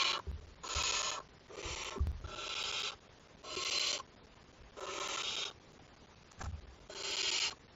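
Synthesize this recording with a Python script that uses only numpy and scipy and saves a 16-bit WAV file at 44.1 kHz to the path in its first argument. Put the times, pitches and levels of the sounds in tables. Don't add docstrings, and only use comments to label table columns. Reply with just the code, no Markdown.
import sys
import numpy as np
from scipy import signal
from scipy.fft import rfft, irfft
from scipy.io import wavfile
from scipy.ndimage import uniform_filter1d

SR = 44100
rng = np.random.default_rng(int(sys.argv[2]) if len(sys.argv) > 2 else 0)


def attenuation_scalar(level_db):
    decades = np.asarray(level_db, float) / 20
    return 10 ** decades


def pcm_store(signal):
    levels = np.round(np.clip(np.atleast_2d(signal), -1, 1) * 32767)
    wavfile.write(sys.argv[1], SR, levels.astype(np.int16).T)


N = 341775


def evened(x):
    return x / np.sqrt(np.mean(x ** 2) + 1e-20)


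def read(points, hz):
    f, value = np.transpose(points)
    return np.interp(np.log(hz + 1), np.log(f + 1), value)


def add(mix, s, sound):
    part = mix[round(s * SR):][:len(sound)]
    part += sound[:len(part)]


def patchy(x, patchy_db, flicker_db):
    z = signal.stft(x, nperseg=512, noverlap=384)[2]
    draws = rng.standard_normal(z.shape[::-1]).T
    patches = uniform_filter1d(draws, size=6, axis=0)
    patches = evened(uniform_filter1d(patches, size=14, axis=1))
    flicker = evened(uniform_filter1d(draws.mean(0), size=3))
    z = z * attenuation_scalar(patchy_db * patches + flicker_db * flicker)
    return signal.istft(z, nperseg=512, noverlap=384)[1][:len(x)]


def beg(mix):
    # (start [s], strongest [s], end [s])
    hisses = [
        (-.4, 0.0, .212),
        (.632, .95, 1.22),
        (1.492, 1.81, 1.993),
        (2.236, 2.85, 2.958),
        (3.433, 3.92, 4.02),
        (4.764, 5.44, 5.532),
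        (6.892, 7.47, 7.542),
    ]
    # (peak [dB], depth of the swell [dB])
    efforts = [(-31, 20), (-36.5, 19.5), (-43, 31), (-39, 22.5), (-35, 22.5), (-40, 19), (-35, 22)]
    hiss_of_posture = 0, 1, 2, 3, 4, 5, 5, 6
    drives = [(-18, 2.5, -22, 1, -3), (1, -1.5, -28, 0.5, -2.5), (2.5, -20, 0, -1, -3),
              (-3.5, -4.5, -14, -9, 1.5), (0, -4.5, -19, -4, -6), (0.5, -13, -8, -2, 3),
              (-1.5, 0.5, -6, -11, 7.5), (1.5, -2, -6.5, -6.5, -17)]
    # (pitch [Hz], width [Hz], level [dB])
    windpipes = [
        [(2326, 47, 3), (2940, 190, -0.5), (3300, 200, -7), (3820, 20, -6), (3996, 96, -0.5)],
        [(2490, 49, 2), (3570, 53, -3), (4050, 145, -3.5), (5020, 63, -22.5), (6744, 150, 4)],
        [(2450, 63, 1.5), (2680, 57, -5), (4150, 62, -15), (5620, 34, 0), (7210, 120, -3)],
        [(2700, 45, -4), (3610, 53, -3), (3840, 40, -3.5), (4660, 33, -5), (6450, 51, -30)],
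        [(3025, 86, 0.5), (4090, 65, 6), (5830, 57, 0), (6130, 31, -10), (7330, 170, -6.5)],
        [(2660, 37, -1), (3230, 210, -4), (3850, 43, -8.5), (6200, 76, -5), (6920, 62, -16)],
        [(3160, 140, -4.5), (3680, 80, -1.5), (5530, 150, -12), (6300, 53, -19), (6890, 97, -14)],
        [(3040, 680, 1), (4086, 84, 6), (5100, 330, -3.5), (5740, 140, -1), (7100, 67, -0.5)],
    ]
    beds = [(-8, -1, -0.56, -2.5, 4, -10.5, -9.5, -13), (-4, -7.5, -0.36, -5, 0.0, -4, 1, -8.5),
            (-8.0, 1.5, -1.6, -3.5, -1.5, -8.5, -4, -19), (-36, -6.5, -1.1, -3.5, -12, -9.5, -4.5, -7),
            (-23, -6, 0.16, -9, -3.5, -6.5, -3.5, -5.5), (-5, 1.5, -0.72, -0.5, -4.5, -7.5, -1.5, -4.5),
            (-27, -7.5, 1, 0.5, -10, -6, -3, -7), (-21, -2, -2.2, -9, -1, -9, -7, -8.5)]
    # (chest [dB], throat [dB], beak [dB])
    balances = [(-19.5, -8.5, -13), (-14.5, -6.5, -3), (-9.5, -6.5, -5.5), (-15, -9, -10.5),
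                (-15, -14, -7.5), (-8, -3, -5), (-14.5, -11, -9), (-16.5, -15.5, -7.5)]
    # (first [Hz], second [Hz], third [Hz])
    notches = [(1860, 3630, 4700), (1830, 4680, 5980), (1600, 4030, 4700), (1810, 4450, 5600),
               (1700, 3870, 5550), (1550, 4350, 6050), (1800, 4180, 5600), (1735, 3930, 5980)]
    head_turn_s = 5.21
    for k, look in enumerate(zip(drives, windpipes, beds, balances, notches)):
        heard = (-1, head_turn_s) if k < 6 else (head_turn_s, N / SR)
        call = hiss_of_posture[k]
        add(mix, *hiss((*hisses[call], *efforts[call]), *look, heard))


def hiss(call, drive_db, windpipe, bed, balance_db, notches, heard):
    # (pitch [Hz], width [Hz])
    box_low = [(400, 31), (595, 17), (890, 25), (1070, 34), (1340, 35.6)]
    # (pitch [Hz], width [Hz], level [dB])
    box_high = [(2310, 40, -11.5), (2480, 60, -8), (2750, 59, -18.5), (3294, 24, -10), (3777, 40, -13),
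                (4084, 31, -8), (5730, 84, -9.5), (6520, 40, -6), (6980, 39, -15.5)]
    # (pitch [Hz], level [dB per Hz])
    low_bed = [(250, -34), (340, -9), (620, -7), (710, -20), (820, -16), (1400, -13), (1560, -16),
               (1750, -22.5)]
    bed_hz = [1730, 2104, 3070, 3950, 4200, 5050, 6300, 7500]
    # (low edge [Hz], high edge [Hz])
    band_edges = [1750, 5400], [280, 750], [750, 1750], [5400, 7800]
    swell_share = (1.07, 0.082, 0.34, 0.93)
    fade_share = (1.05, 0.063, 0.083, 1.02)
    attack_s, release_s, gate_db = 0.0059, 0.016, 32
    swell_power, droop_db_per_s = 3.64, 25.5
    close_s, close_power, close_db = 0.067, 1.29, 20.5
    slower_close = 0.17
    notch_width_hz, notch_depth, turn_length_s = 60, 0.7, 0.07

    start, top, end, peak_db, swell_db = call
    t = start + np.arange(SR) / SR
    swell = swell_db * np.clip((top - t) / (top - start), 0, 1) ** swell_power
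    closing = np.clip(1 - (end - t) / (close_s + slower_close * (end - top)), 0, 1)
    fade = droop_db_per_s * np.maximum(t - top, 0) + close_db * closing ** close_power
    opening = np.clip(1 - (t - start) / attack_s, 0, 1)
    gate = gate_db * (opening + np.maximum(1 - (end - t) / release_s, 0))

    flutter = uniform_filter1d(rng.standard_normal(SR), size=60)
    flutter = evened(uniform_filter1d(flutter, size=60))
    air = patchy(rng.standard_normal(SR) * attenuation_scalar(0.46 * flutter), patchy_db=1.0, flicker_db=-0.55)
    drift = np.pi / 2 * np.clip((t - start) / (end - start), 0, 1)
    shares = np.cos(drift) ** 2, np.sin(drift) ** 2
    air = sum(part * signal.oaconvolve(air, walls())[:SR] for part in shares)

    hz = np.fft.rfftfreq(SR, 1 / SR)
    driven = [(*mode, db) for mode, db in zip(box_low, drive_db)]
    posture = sorted(driven + box_high + list(map(tuple, windpipe)))
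    ringing = 0
    for k, (f, width, db) in enumerate(posture):
        ringing = ringing + (-1) ** k * attenuation_scalar(db) / (1 + 2j * (hz - f) / width)
    broad = attenuation_scalar(read(low_bed + [(f, db - 4) for f, db in zip(bed_hz, bed)], hz))
    coloured = rfft(air) * np.hypot(abs(ringing), broad)
    for f in notches:
        coloured = coloured * (1 - notch_depth / (1 + ((hz - f) / notch_width_hz) ** 2))

    out = 0
    for (lo, hi), db, up, down in zip(band_edges, [0, *balance_db], swell_share, fade_share):
        share = np.clip((hz - lo) / 60 + .5, 0, 1) * np.clip((hi - hz) / 60 + .5, 0, 1)
        band = evened(irfft(coloured * np.sqrt(share), SR))
        out = out + attenuation_scalar(db - up * swell - down * fade) * band
    turned = [np.clip((t - s) / turn_length_s + .5, 0, 1) for s in heard]
    out = out * np.sqrt(turned[0] * (1 - turned[1]))
    keep = t >= 0
    return t[keep][0], (out * attenuation_scalar(peak_db - gate))[keep]


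def walls():
    t = np.arange(SR // 10) / SR
    echoes = rng.standard_normal(len(t)) * attenuation_scalar(-60 * t / 0.043) * np.minimum(t / 0.003, 1)
    echoes *= attenuation_scalar(-2) / np.linalg.norm(echoes)
    return np.append(1, echoes[1:])


def knock_boards(mix):
    # (time [s], peak [dB], wall pitch [Hz], time to die by 60 dB [s], rise [s])
    thumps = [(.271, -31, 70, 0.17, 0.018), (.33, -46, 79.1, 0.47, 0.0023),
              (.7565, -32.5, 71.8, 0.13, 0.0054), (1.653, -34.5, 65, 0.045, 0.0038),
              (1.702, -41, 66.2, 0.15, 0.0043), (2.003, -26.5, 71.9, 0.14, 0.0017),
              (2.072, -31.5, 74.6, 0.19, 0.00066), (2.175, -44, 60.5, .05, .003),
              (2.238, -36.5, 76.8, 0.088, 0.0026), (3.557, -51.5, 76.4, 0.12, 0.0045),
              (4.606, -52, 52.7, 0.26, 0.0062), (6.383, -48, 91.6, 0.085, 0.002),
              (6.433, -33.5, 81.7, 0.065, 0.0037), (6.465, -34.5, 81.5, 0.1, 0.0024),
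              (6.521, -39, 75.8, 0.19, 0.0032), (6.676, -48.5, 66, 0.21, 0.0043)]
    for s, *blow in thumps:
        add(mix, s, thump(*blow))


def thump(db, hz, t60, rise):
    t = np.arange(SR // 2) / SR
    swing = (1 - np.exp(-t / rise)) * attenuation_scalar(db - 60 * (t / t60) ** 1.78) * np.sin(2 * np.pi * hz * t)
    detune = np.geomspace(.6, 2.6, num=5) * rng.uniform(.9, 1.1, 5)
    phase = rng.random(5)
    boards = np.sin(2 * np.pi * (hz * detune * t[:, None] + phase))
    wobble = (attenuation_scalar(-60 * t[:, None] * detune / 0.94) * boards).sum(1)
    return swing + np.minimum(t / 0.0078, 1) * attenuation_scalar(db - 19.5) * wobble


def ring_air(mix):
    # (time [s], peak [dB], pitch [Hz], time to die by 60 dB [s], glide [share of pitch])
    rings = [(.17, -30.5, 1153, 0.084, -0.11), (.196, -31.5, 1025, 0.031, -0.037),
             (.27, -42, 394, 0.089, -0.011), (.385, -54, 406, 0.086, 0.054),
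             (1.176, -33, 1121, 0.11, -0.048), (1.2, -49, 1080, 0.13, -0.026),
             (1.678, -52, 396, 0.11, 0.019), (1.958, -38.5, 403.6, 0.21, -0.06),
             (1.975, -37, 246, 0.14, -0.14), (1.993, -40, 1160, 0.044, 0), (3.567, -34, 377, 0.11, -0.031),
             (3.998, -31.5, 1095, 0.048, -0.074), (5.792, -50.5, 790, 0.047, 0),
             (6.413, -38, 780, 0.057, 0.016), (6.414, -43, 1250, .04, -0.012), (6.414, -43, 1640, .04, 0),
             (6.456, -42, 800, 0.059, 0), (6.457, -45, 1290, .04, 0), (6.897, -39, 616, 0.061, 0.035),
             (7.525, -39, 1116, 0.043, -0.039)]
    for s, *tone in rings:
        add(mix, s, ring(*tone))


def ring(db, hz, t60, glide):
    t = np.arange(SR // 5) / SR
    turns = np.cumsum(hz * (1 + glide * np.minimum(t / 0.0267, 1))) / SR
    return np.minimum(t / 0.0028, 1) * attenuation_scalar(db - 60 * t / t60) * np.sin(2 * np.pi * turns)


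def scuff_boards(mix):
    # (time [s], level [dB], length [s], brightness [dB per octave])
    scuffs = [
        (6.312, -53, 0.017, 2.5),
        (6.392, -55.5, 0.01, 3),
        (6.404, -44.5, 0.015, -3.5),
        (6.412, -42, 0.015, -0.5),
        (6.436, -50, 0.015, 0.5),
        (6.454, -48.5, 0.013, -1.5),
    ]
    for s, *stroke in scuffs:
        add(mix, s, scuff(*stroke))


def scuff(db, length, bright_db):
    # (pitch [Hz], level [dB per Hz])
    wood = [(180, -16), (300, -18), (482, -18), (827, -6.5), (1650, -13), (1970, -21), (2950, -22),
            (3520, -26), (5070, -21.5), (7600, -19.5), (9880, -46), (16700, -120)]
    hz, t = np.fft.rfftfreq(4096, 1 / SR), np.arange(4096) / SR
    grit = rng.standard_normal(4096) * attenuation_scalar(0.94 * rng.standard_normal(4096))
    colour = attenuation_scalar(read(wood, hz) + bright_db * np.log2(hz / 1500 + .01))
    drag = evened(irfft(rfft(grit) * colour))
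    return attenuation_scalar(db) * drag * np.minimum(t / 0.0046, 1) * np.exp(-np.maximum(t - length, 0) / 0.0022)


def floor():
    # (pitch [Hz], level [dB per Hz])
    night = [(12, -49), (20, -11.5), (70, -4), (256, -9.5), (327, -13.5), (361, -9), (716, -15),
             (1030, -16), (1200, -17.5), (1320, -18.5), (7000, -26.5), (9100, -57), (15400, -120)]
    colour = attenuation_scalar(read(night, np.fft.rfftfreq(N, 1 / SR)))
    noise = irfft(rfft(rng.standard_normal(N)) * colour, N)
    return attenuation_scalar(-59) * evened(patchy(noise, patchy_db=1.5, flicker_db=-0.5))


def scene():
    mix = floor()
    beg(mix)
    knock_boards(mix)
    ring_air(mix)
    scuff_boards(mix)
    return mix[None]


def camera_band(x, top_hz):
    hz = np.fft.rfftfreq(N + SR, 1 / SR)
    return irfft(rfft(x, N + SR) * np.clip((top_hz - hz) / 350, 0, 1) ** 2, N + SR)[:N]


def link(x):
    places = -4.22, -2.46, .32, 3.06, 5.78
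    packet_s, cycle_packets, clock_start_s = .0261455, 12.7825, .03367
    stall_s, skip_s, ahead_s = .00791, .00581, .003
    cycles = np.arange(int(N / SR / packet_s / cycle_packets) + 1)[:, None]
    packet = np.floor(cycle_packets * cycles + places)
    slip = np.tile([-skip_s] + 4 * [stall_s], (len(cycles), 1))
    slipped = (np.cumsum(slip) - slip.ravel()).reshape(slip.shape)
    times = clock_start_s + packet_s * packet + slipped
    ahead, on = np.zeros(N, int), np.ones(N)
    for skip, *stalls in np.round(np.maximum(times, -stall_s) * SR).astype(int):
        ahead[max(skip, 0):max(stalls[0], 0)] = round(ahead_s * SR)
        for s in stalls:
            on[max(s, 0):max(s + round(stall_s * SR), 0)] = 0
    return on * x[np.minimum(np.arange(N) + ahead, N - 1)]


def thrifty_stage(x, thrift_db, grain_db):
    # (pitch [Hz], quiet limit [dB], limit below the loud bands [dB])
    hearing = [(3000, -125, 45), (5100, -106, 40), (6700, -96.5, 40), (7700, -99.5, 29), (9000, -104, 23),
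               (10300, -112, 56), (15000, -112, 41)]
    hz, _, z = signal.stft(x, SR, nperseg=2048, noverlap=1024, window="cosine")
    power = abs(z) ** 2 + 1e-16
    band = (hz // 330).astype(int)
    chance = rng.standard_normal((z.shape[1], band[-1] + 2)).T
    f, quiet_db, under_db = np.transpose(hearing)
    loud_db = 10 * np.log10(power[40:300].mean(0))
    limit_db = np.maximum(np.interp(hz, f, quiet_db)[:, None],
                          loud_db - np.interp(hz, f, under_db)[:, None])
    limit_db += thrift_db * (np.clip(chance[-1], -1.8, 1.3) + 0.7 * chance[band])
    level_db = 10 * np.log10(uniform_filter1d(power, size=5, axis=0))
    keep = 1 / (1 + np.exp(np.clip(3 * (limit_db - level_db), -50, 50)))
    error = attenuation_scalar(level_db + grain_db) * np.exp(2j * np.pi * rng.random(z.shape[::-1]).T)
    z = (z + error) * keep
    return signal.istft(z, SR, nperseg=2048, noverlap=1024, window="cosine")[1][:N]


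def roll_off(x):
    return signal.sosfilt(signal.butter(12, 15850, fs=SR, output="sos"), x)


def record(dry):
    sent = link(camera_band(dry[0], top_hz=7732))
    thinned = thrifty_stage(sent, thrift_db=9.0, grain_db=-18.5)
    return roll_off(thinned[None])


dry = scene()
out = record(dry)
pcm_store(out)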